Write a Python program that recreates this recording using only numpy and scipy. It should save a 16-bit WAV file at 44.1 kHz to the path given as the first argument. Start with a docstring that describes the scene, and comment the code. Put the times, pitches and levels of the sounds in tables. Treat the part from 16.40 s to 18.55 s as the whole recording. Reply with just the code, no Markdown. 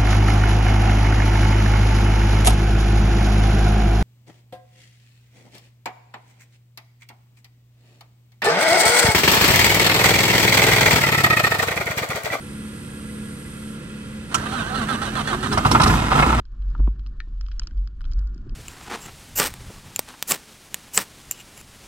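"""A deep, fluttering rumble comes first: skiing through soft snow in a wood, heard from a worn camera.
Turbulent air buffets the camera, and the ride forces its mount into vibration. Impacts excite the
resonances of the gear, which clicks and rattles at uneven moments. Crystals fracture in small crunches,
while the skis swish by sliding friction, rumble through the snow and thud down after a bump."""
import sys
import numpy as np
from scipy import signal
from scipy.fft import rfft, irfft, next_fast_len
from scipy.io import wavfile
from scipy.ndimage import map_coordinates

SR = 44100
rng = np.random.default_rng(int(sys.argv[2]) if len(sys.argv) > 2 else 0)


def transcribe(u):
    """Save the signal u as a 16-bit wav file named by the first command-line argument.

    u: samples, shape (n,) or (channels, n), limited to [-1, 1]; the rate is SR.
    q: integer samples, one column per channel.
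    """
    v = np.clip(np.atleast_2d(u).T, -1, 1)
    q = np.round(v * 32767).astype(np.int16)
    wavfile.write(sys.argv[1], SR, q)


N = 94815
T = np.arange(N) / SR
HIT_SAMPLES = 4096


def amp(db):
    """Amplitude ratio of a level in decibels."""
    return 10 ** (np.asarray(db) / 20)


def unit(x):
    """Normalisation to rms 1."""
    return x / np.sqrt(np.mean(x ** 2) + 1e-20)


def along(points, hz):
    """Interpolation of (frequency [Hz], value) points on a logarithmic axis."""
    f, value = np.transpose(points)
    return np.interp(np.log(hz + 1), np.log(f + 1), value)


def envelope(rows):
    """Amplitude envelope through (time [s], level [dB]) points."""
    return amp(np.interp(T, *np.transpose(rows)))


def wobble(per_s):
    """Random modulation: a spline through per_s Gaussian values a second."""
    return map_coordinates(rng.standard_normal(int(N * per_s / SR) + 4), [T * per_s])


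def filtered(x, response):
    """Linear filtering: the spectrum of x times a frequency response."""
    n = x.shape[-1]
    padded = next_fast_len(n + 8192)
    spectrum = rfft(x, padded) * response(np.fft.rfftfreq(padded, 1 / SR))
    return irfft(spectrum, padded)[..., :n]


def resonate(x, modes):
    """Modal superposition: x drives squared band-pass resonances of alternating sign."""
    def response(f):
        return sum((-1) ** k * amp(db) * (1j * f * width / (hz * hz - f * f + 1j * f * width)) ** 2
                   for k, (hz, width, db) in enumerate(modes))
    return filtered(x, response)


def ports(x, pan_db, lag_ms):
    """Level and time differences between the microphone ports, left relative to right."""
    side = np.array([[.5], [-.5]])
    return filtered(x, lambda f: amp(side * pan_db) * np.exp(-2j * np.pi * f * side * lag_ms / 1000))


def add(out, start_s, x):
    """Superposition of one impact on out."""
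    i = max(round(start_s * SR), 0)
    out[:, i:i + HIT_SAMPLES] += x[..., :max(N - i, 0)]


def strike(modes, chatter_db, t60):
    """Impact excitation: an impulse and its decaying chatter ring the modes, in stereo."""
    t = T[:HIT_SAMPLES]
    common = rng.standard_normal(HIT_SAMPLES)
    per_port = amp(-2.5) * rng.standard_normal((2, HIT_SAMPLES))
    blow = unit(resonate(1. * (t == 0), modes))
    chatter = unit(resonate((common + per_port) * amp(-60 * t / t60), modes))
    impact = unit(blow + amp(chatter_db) * chatter)
    return impact * np.sqrt(0.0086 * SR / HIT_SAMPLES)  # the energy of 8.6 ms at rms 1


def mono_noise(spectrum):
    """Spectral shaping of white noise, at rms 1."""
    return unit(filtered(rng.standard_normal(N), lambda f: amp(along(spectrum, f))))


# Likeness of snow noise at the two ports (frequency [Hz], correlation [ratio])
PORT_CORRELATION = [(500, 0.33), (1400, .7), (3000, 0.28), (5000, 0.51), (8000, 1)]

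def stereo_noise(spectrum):
    """Partial coherence: the balance of mid and side noise sets the correlation at each frequency."""
    def response(f):
        angle = np.arccos(np.clip(along(PORT_CORRELATION, f), -1, 1)) / 2
        return amp(along(spectrum, f)) * [np.cos(angle), np.sin(angle)]
    mid, side = filtered(rng.standard_normal((2, N)), response)
    return unit(np.array([mid + side, mid - side]))


# Puffs of wind on the camera (time [s], level [dB])
WIND_LEVEL = [(0, -40.5), (.3, -37.5), (.45, -33), (.6, -47), (.8, -37.5), (1.05, -36), (1.25, -32.5),
              (1.52, -43.5), (1.7, -26), (1.95, -38), (2.15, -36)]
# Spectrum of the turbulence (frequency [Hz], level [dB])
WIND_SPECTRUM = [(8, -15), (18, 2), (30, -4.5), (45, -2.5), (70, -14.5), (110, -26.5), (170, -37),
                 (400, -76.5)]

def wind():
    """Turbulence: air tumbling round the camera makes deep, uneven pressure fluctuations."""
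    return envelope(WIND_LEVEL) * mono_noise(WIND_SPECTRUM)


# Vibration of the camera mount (time [s], frequency [Hz], level [dB])
MOUNT_VIBRATION = [(0, 26.35, -34.5), (0.07, 29.26, -46), (0.119, 34.3, -30), (0.172, 44.4, -42.5),
                   (.2, 47, -25), (.29, 45.6, -21), (0.329, 44.1, -25.5), (.365, 37.05, -36),
                   (0.401, 45.55, -14.5), (0.451, 48.53, -15), (0.51, 47.2, -19.5), (0.572, 47.2, -39.5),
                   (0.597, 46.95, -28.5), (.69, 47.06, -31.5), (0.742, 39.74, -40.5), (0.789, 30.87, -33),
                   (0.829, 39.67, -33.5), (0.928, 35.95, -33), (1.01, 43.96, -29), (1.14, 45.03, -28.5),
                   (1.17, 40.24, -31), (1.222, 41.85, -24), (1.28, 29.15, -36.5), (1.341, 46.4, -33),
                   (1.379, 45.66, -17), (1.461, 48.8, -27), (1.509, 47.8, -39.5), (1.581, 42.15, -39.5),
                   (1.649, 30.03, -24), (1.72, 27.23, -26.5), (1.741, 28.7, -29), (1.783, 46.76, -15.5),
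                   (1.86, 48.04, -24), (1.95, 44.7, -34), (2.039, 36.05, -42), (2.099, 25.6, -28.5),
                   (2.15, 34.4, -28.5)]

def mount():
    """Forced vibration: hard jolts ring the mount near resonance; in between it sways more slowly."""
    times, hz, db = np.transpose(MOUNT_VIBRATION)
    drift_rad = 0.8 * wobble(9.6)
    phase = 2 * np.pi * np.cumsum(np.interp(T, times, hz)) / SR + drift_rad
    level_db = np.interp(T, times, db) + 1.74 * wobble(24.9)
    return np.sqrt(2) * amp(level_db) * np.sin(phase)


# Clicks of the gear (time [s], body frequency [Hz], body level [dB], middle level [dB], edge level [dB])
GEAR_CLICKS = [(0.053, 1380, -65.5, -68, -65), (0.2212, 1340, -76, -65, -68),
               (0.303, 1254, -66, -78.5, -63.5), (0.3154, 1400, -68, -76.5, -66),
               (0.38, 1400, -72.5, -66.5, -69.5), (0.5943, 1291, -60.5, -63.5, -65),
               (.663, 1190, -57.5, -56, -62.5), (0.671, 1198, -63, -71, -58),
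               (1.0109, 1398, -53, -58.5, -48.5), (1.0638, 1460, -61.5, -58.5, -59),
               (1.0851, 1260, -53, -63.5, -58.5), (1.1155, 1510, -54.5, -54.5, -58.5),
               (1.121, 1610, -64, -64.5, -59), (1.1957, 1420, -44, -50.5, -32),
               (1.2183, 1235, -51, -51, -67), (1.2339, 1470, -61, -58.5, -52),
               (1.2717, 1348, -51, -53, -40), (1.3099, 1534, -58.5, -70, -67.5),
               (1.376, 1400, -76, -68.5, -65), (1.474, 1360, -56.5, -61, -54.5),
               (1.608, 1384, -51.5, -61.5, -65.5), (1.6156, 1313, -55.5, -66.5, -58.5),
               (1.6421, 1291, -58, -56, -66), (1.6528, 1380, -55.5, -59, -59.5),
               (1.7155, 1457, -70, -64, -53.5), (1.7224, 1434, -59, -60, -56.5),
               (1.7344, 1355, -68, -69.5, -49.5), (1.791, 1420, -69, -68, -54),
               (1.873, 1443, -65.5, -75, -58), (1.945, 1400, -72, -82, -61.5),
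               (1.979, 1400, -72, -71.5, -62), (2.0946, 1284, -66.5, -62, -58)]
# Middle resonances of the gear (frequency [Hz], bandwidth [Hz], level [dB])
MIDDLE_MODES = [(2510, 780, -9), (3153, 400, -2), (4050, 1000, -9)]
# Highest resonances, the edge of a click (frequency [Hz], bandwidth [Hz], level [dB])
EDGE_MODES = [(4440, 420, -4), (5040, 920, 0.5), (6000, 800, -12.5), (6920, 850, -12)]
# Body, middle and edge in turn (left-right level [dB], left lag [ms], chatter level [dB], T60 [s])
CLICK_BANDS = [(0.5, 0.024, -4.5, 0.014), (8, .01, 1, 0.024), (-2.5, 0.095, -2.5, 0.011)]

def gear():
    """Modal ringing: hard plastic parts collide; strong clicks are clean, light ones chatter."""
    body_width_hz, middling_click_db = 470, -48.5
    out = np.zeros((2, N))
    for start_s, body_hz, *levels in GEAR_CLICKS:
        groups = [(body_hz, body_width_hz, 0)], MIDDLE_MODES, EDGE_MODES
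        clean_db = 0.15 * (max(levels) - middling_click_db)
        click = 0
        for modes, db, (pan_db, lag_ms, chatter_db, t60) in zip(groups, levels, CLICK_BANDS):
            click += amp(db) * ports(strike(modes, chatter_db - clean_db, t60), pan_db, lag_ms)
        # Soft contacts lose their treble: the cutoff rises an octave per 18 dB of edge over middle.
        _, middle_db, edge_db = levels
        cutoff_hz = 7040 * 2 ** ((edge_db - middle_db) / 18)
        add(out, start_s, filtered(click, lambda f: 1 / np.sqrt(1 + (f / cutoff_hz) ** 8)))
    return out


def ticks(per_s=60, spread_db=3.5, t60=0.0091):
    """Poisson process: brief noise bursts at random instants excite the gear's upper resonances."""
    onsets = rng.random(N) < per_s / SR
    impulses = onsets * amp(spread_db * np.clip(rng.standard_normal(N), -2, 2))
    burst = rng.standard_normal((2, HIT_SAMPLES)) * amp(-60 * T[:HIT_SAMPLES] / t60)
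    excitation = signal.fftconvolve(impulses[None], burst, axes=1)[:, :N]
    return unit(resonate(excitation, MIDDLE_MODES + EDGE_MODES))


# Resonances of hollow plastic (frequency [Hz], bandwidth [Hz], level [dB])
CLACK_MODES = [(973, 240, -5), (1290, 200, 4), (1730, 200, -24), (3080, 970, -28.5)]

def clack(start_s=.3505, db=-39.5):
    """Damped resonance: hollow plastic, struck once, gives a dull clack."""
    out = np.zeros((2, N))
    impact = strike(CLACK_MODES, chatter_db=-3, t60=0.031)
    add(out, start_s, amp(db) * ports(impact, pan_db=-1, lag_ms=0.014))
    return out


# Broad resonances of the tap (frequency [Hz], bandwidth [Hz], level [dB])
TAP_MODES = [(1380, 260, -1.5), (1777, 204, 4), (2320, 600, -7.5), (3120, 920, -18), (4160, 800, -10.5),
             (6050, 700, -25.5)]
# Partials of its thin ring (frequency [Hz], relative level [dB], T60 [s])
RING_PARTIALS = [(1822, 0.5, .18), (3074, -20, .09), (3760, -12.5, .19), (4737, -13, 0.1)]

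def tap(start_s=.8029, tap_db=-36.5, ring_db=-54):
    """Free decay: a sharp tap, perhaps of a pole, leaves lightly damped partials ringing."""
    out = np.zeros((2, N))
    impact = strike(TAP_MODES, chatter_db=-9.5, t60=0.055)
    add(out, start_s, amp(tap_db) * ports(impact, pan_db=6, lag_ms=0.056))
    age = np.maximum(T - start_s, 0)
    for hz, db, t60 in RING_PARTIALS:
        out += amp(ring_db + db - 60 * age / t60) * np.sin(2 * np.pi * hz * age)
    return out


# Crunches of snow (time [s], level [dB])
SNOW_CRUNCHES = [(.4085, -71), (.414, -72), (.803, -70), (1.0117, -71), (1.1975, -70.5), (1.209, -73),
                 (1.377, -73.5), (1.608, -63), (1.716, -70.5), (1.735, -72)]
# Spectral peaks of a crunch (frequency [Hz], bandwidth [Hz], level [dB])
CRUNCH_MODES = [(9050, 1300, -4.5), (11080, 1100, -1)]

def crunches():
    """Brittle fracture: snow crystals break in short, bright sprays."""
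    out = np.zeros((2, N))
    for start_s, db in SNOW_CRUNCHES:
        add(out, start_s, amp(db) * strike(CRUNCH_MODES, chatter_db=-2.5, t60=0.028))
    return out


# Hiss of the powder (time [s], level [dB])
POWDER_LEVEL = [(0, -79), (.17, -76.5), (.3, -70), (.42, -72.5), (.57, -76), (.75, -76), (.95, -75.5),
                (1.1, -70.5), (1.23, -68), (1.33, -76.5), (1.45, -71.5), (1.53, -80), (1.66, -73.5),
                (1.75, -71.5), (1.87, -76), (2.15, -74.5)]
# Spectrum of the hiss (frequency [Hz], level [dB])
POWDER_SPECTRUM = [(1200, -34.5), (2200, -2.5), (3000, -0.5), (3700, -3), (4800, -4), (5700, -12),
                   (7500, -13), (8300, -18.5), (14000, -36)]

def powder():
    """Granular noise: powder gives a flickering hiss with faint ticks scattered in it."""
    faint_ticks = amp(-10) * ticks()
    hiss = stereo_noise(POWDER_SPECTRUM) * amp(1.7 * wobble(110))
    return envelope(POWDER_LEVEL) * (hiss + faint_ticks)


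# Singing of a ski edge, swelling in the turn (time [s], level [dB])
SING_LEVEL = [(1.68, -81), (1.78, -71), (1.95, -69.5), (2.15, -75)]

def edge_sing(hz=1420, width_hz=91):
    """Narrow-band resonance: driven by noise, a ski edge sings with a slight judder."""
    tone = resonate(rng.standard_normal(N), [(hz, width_hz, 0)])
    judder = amp(0.5 * wobble(70))
    return envelope(SING_LEVEL) * unit(tone * judder)


# Scrape of the skis (time [s], level [dB])
SCRAPE_LEVEL = [(0, -76.5), (.17, -68.5), (.32, -62.5), (.5, -67.5), (.6, -69), (.78, -69), (.92, -72),
                (1.22, -65), (1.4, -69), (1.55, -74), (1.7, -67), (1.8, -63.5), (2, -70.5), (2.15, -59)]
# Spectrum of the scrape (frequency [Hz], level [dB])
SCRAPE_SPECTRUM = [(200, -15.5), (500, -1.5), (850, -9.5), (1100, 0.5), (1420, -0.5), (1800, -4.5),
                   (2100, -22.5), (3000, -33.5), (6000, -73)]

def scrape():
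    """Sliding friction: skis on snow make midrange noise of uneven level."""
    return envelope(SCRAPE_LEVEL) * stereo_noise(SCRAPE_SPECTRUM) * amp(2.4 * wobble(30.05))


# Rumble of the skis (time [s], level [dB])
RUMBLE_LEVEL = [(0, -36.5), (.06, -60.5), (.15, -51.5), (.2, -50), (.31, -40.5), (.36, -41.5), (.42, -36.5),
                (.53, -45.5), (.85, -48), (.92, -47), (.99, -51.5), (1.15, -52), (1.33, -45), (1.45, -48.5),
                (1.62, -48), (1.75, -44.5), (1.88, -48.5), (1.97, -43.5), (2.15, -36.5)]
# Spectrum of the rumble (frequency [Hz], level [dB])
RUMBLE_SPECTRUM = [(15, 3.5), (25, 6.5), (40, 5), (60, 1.5), (85, 3.5), (130, 1), (170, -4), (280, -10.5),
                   (370, -14.5), (450, -29.5), (700, -37.5), (1200, -53), (3000, -91)]

def rumble():
    """Roughness excitation: skis pressing through uneven snow make low-frequency noise."""
    return envelope(RUMBLE_LEVEL) * mono_noise(RUMBLE_SPECTRUM) * amp(1.3 * wobble(25))


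# Landings of the skis (time [s], thump level [dB], knock level [dB])
SKI_THUDS = [(0.3931, -35, -49.5), (0.4003, -31, -46.5), (0.4747, -27, -39.5), (.872, -47, -64.5),
             (0.923, -55, -83), (1.275, -51, -70.5), (1.315, -50.5, -76), (1.958, -44.5, -78),
             (2.065, -38, -74.5), (2.125, -43.5, -79)]
# Resonances of the low thump (frequency [Hz], bandwidth [Hz], level [dB])
THUMP_MODES = [(109, 70, 0), (200, 110, -1.5), (252.3, 155, -1), (361, 118, -6.5)]
# Resonances of the woody knock (frequency [Hz], bandwidth [Hz], level [dB])
KNOCK_MODES = [(530, 330, 0.5), (805, 200, -7.5), (970, 220, 4.5), (1400, 310, -3), (2900, 2300, -16.5)]

def thuds(snow_cutoff_hz=3220):
    """Cushioned impact: the skis slap down after a bump, and snow muffles the thump and knock."""
    out = np.zeros((2, N))
    for start_s, thump_db, knock_db in SKI_THUDS:
        thump = ports(strike(THUMP_MODES, chatter_db=-18, t60=0.027), pan_db=-2, lag_ms=-.2)
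        knock = ports(strike(KNOCK_MODES, chatter_db=-2, t60=0.046), pan_db=-4, lag_ms=-0.055)
        add(out, start_s, amp(thump_db) * thump + amp(knock_db) * knock)
    return filtered(out, lambda f: 1 / (1 + (f / snow_cutoff_hz) ** 4))


def scene():
    """Superposition of all sources; the low layers reach both ports alike and fade at the very end."""
    release_s = .012
    release = np.sin(np.pi / 2 * np.minimum((T[-1] - T) / release_s, 1)) ** 2
    low = (mount() + wind() + rumble()) * release
    swish = ports(scrape() + edge_sing(), pan_db=1.5, lag_ms=0) + powder()
    return low + swish + gear() + crunches() + clack() + tap() + thuds()


def record(dry):
    """Band limiting: the camera dulls the top treble and passes nothing above its limit."""
    limit_hz = 15000
    response = [(7600, 0.5), (8300, -12), (10500, -9.5), (13000, -22.5)]  # (frequency [Hz], gain [dB])
    return filtered(dry, lambda f: amp(along(response, f)) * (f < limit_hz))


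dry = scene()
out = record(dry)
transcribe(out)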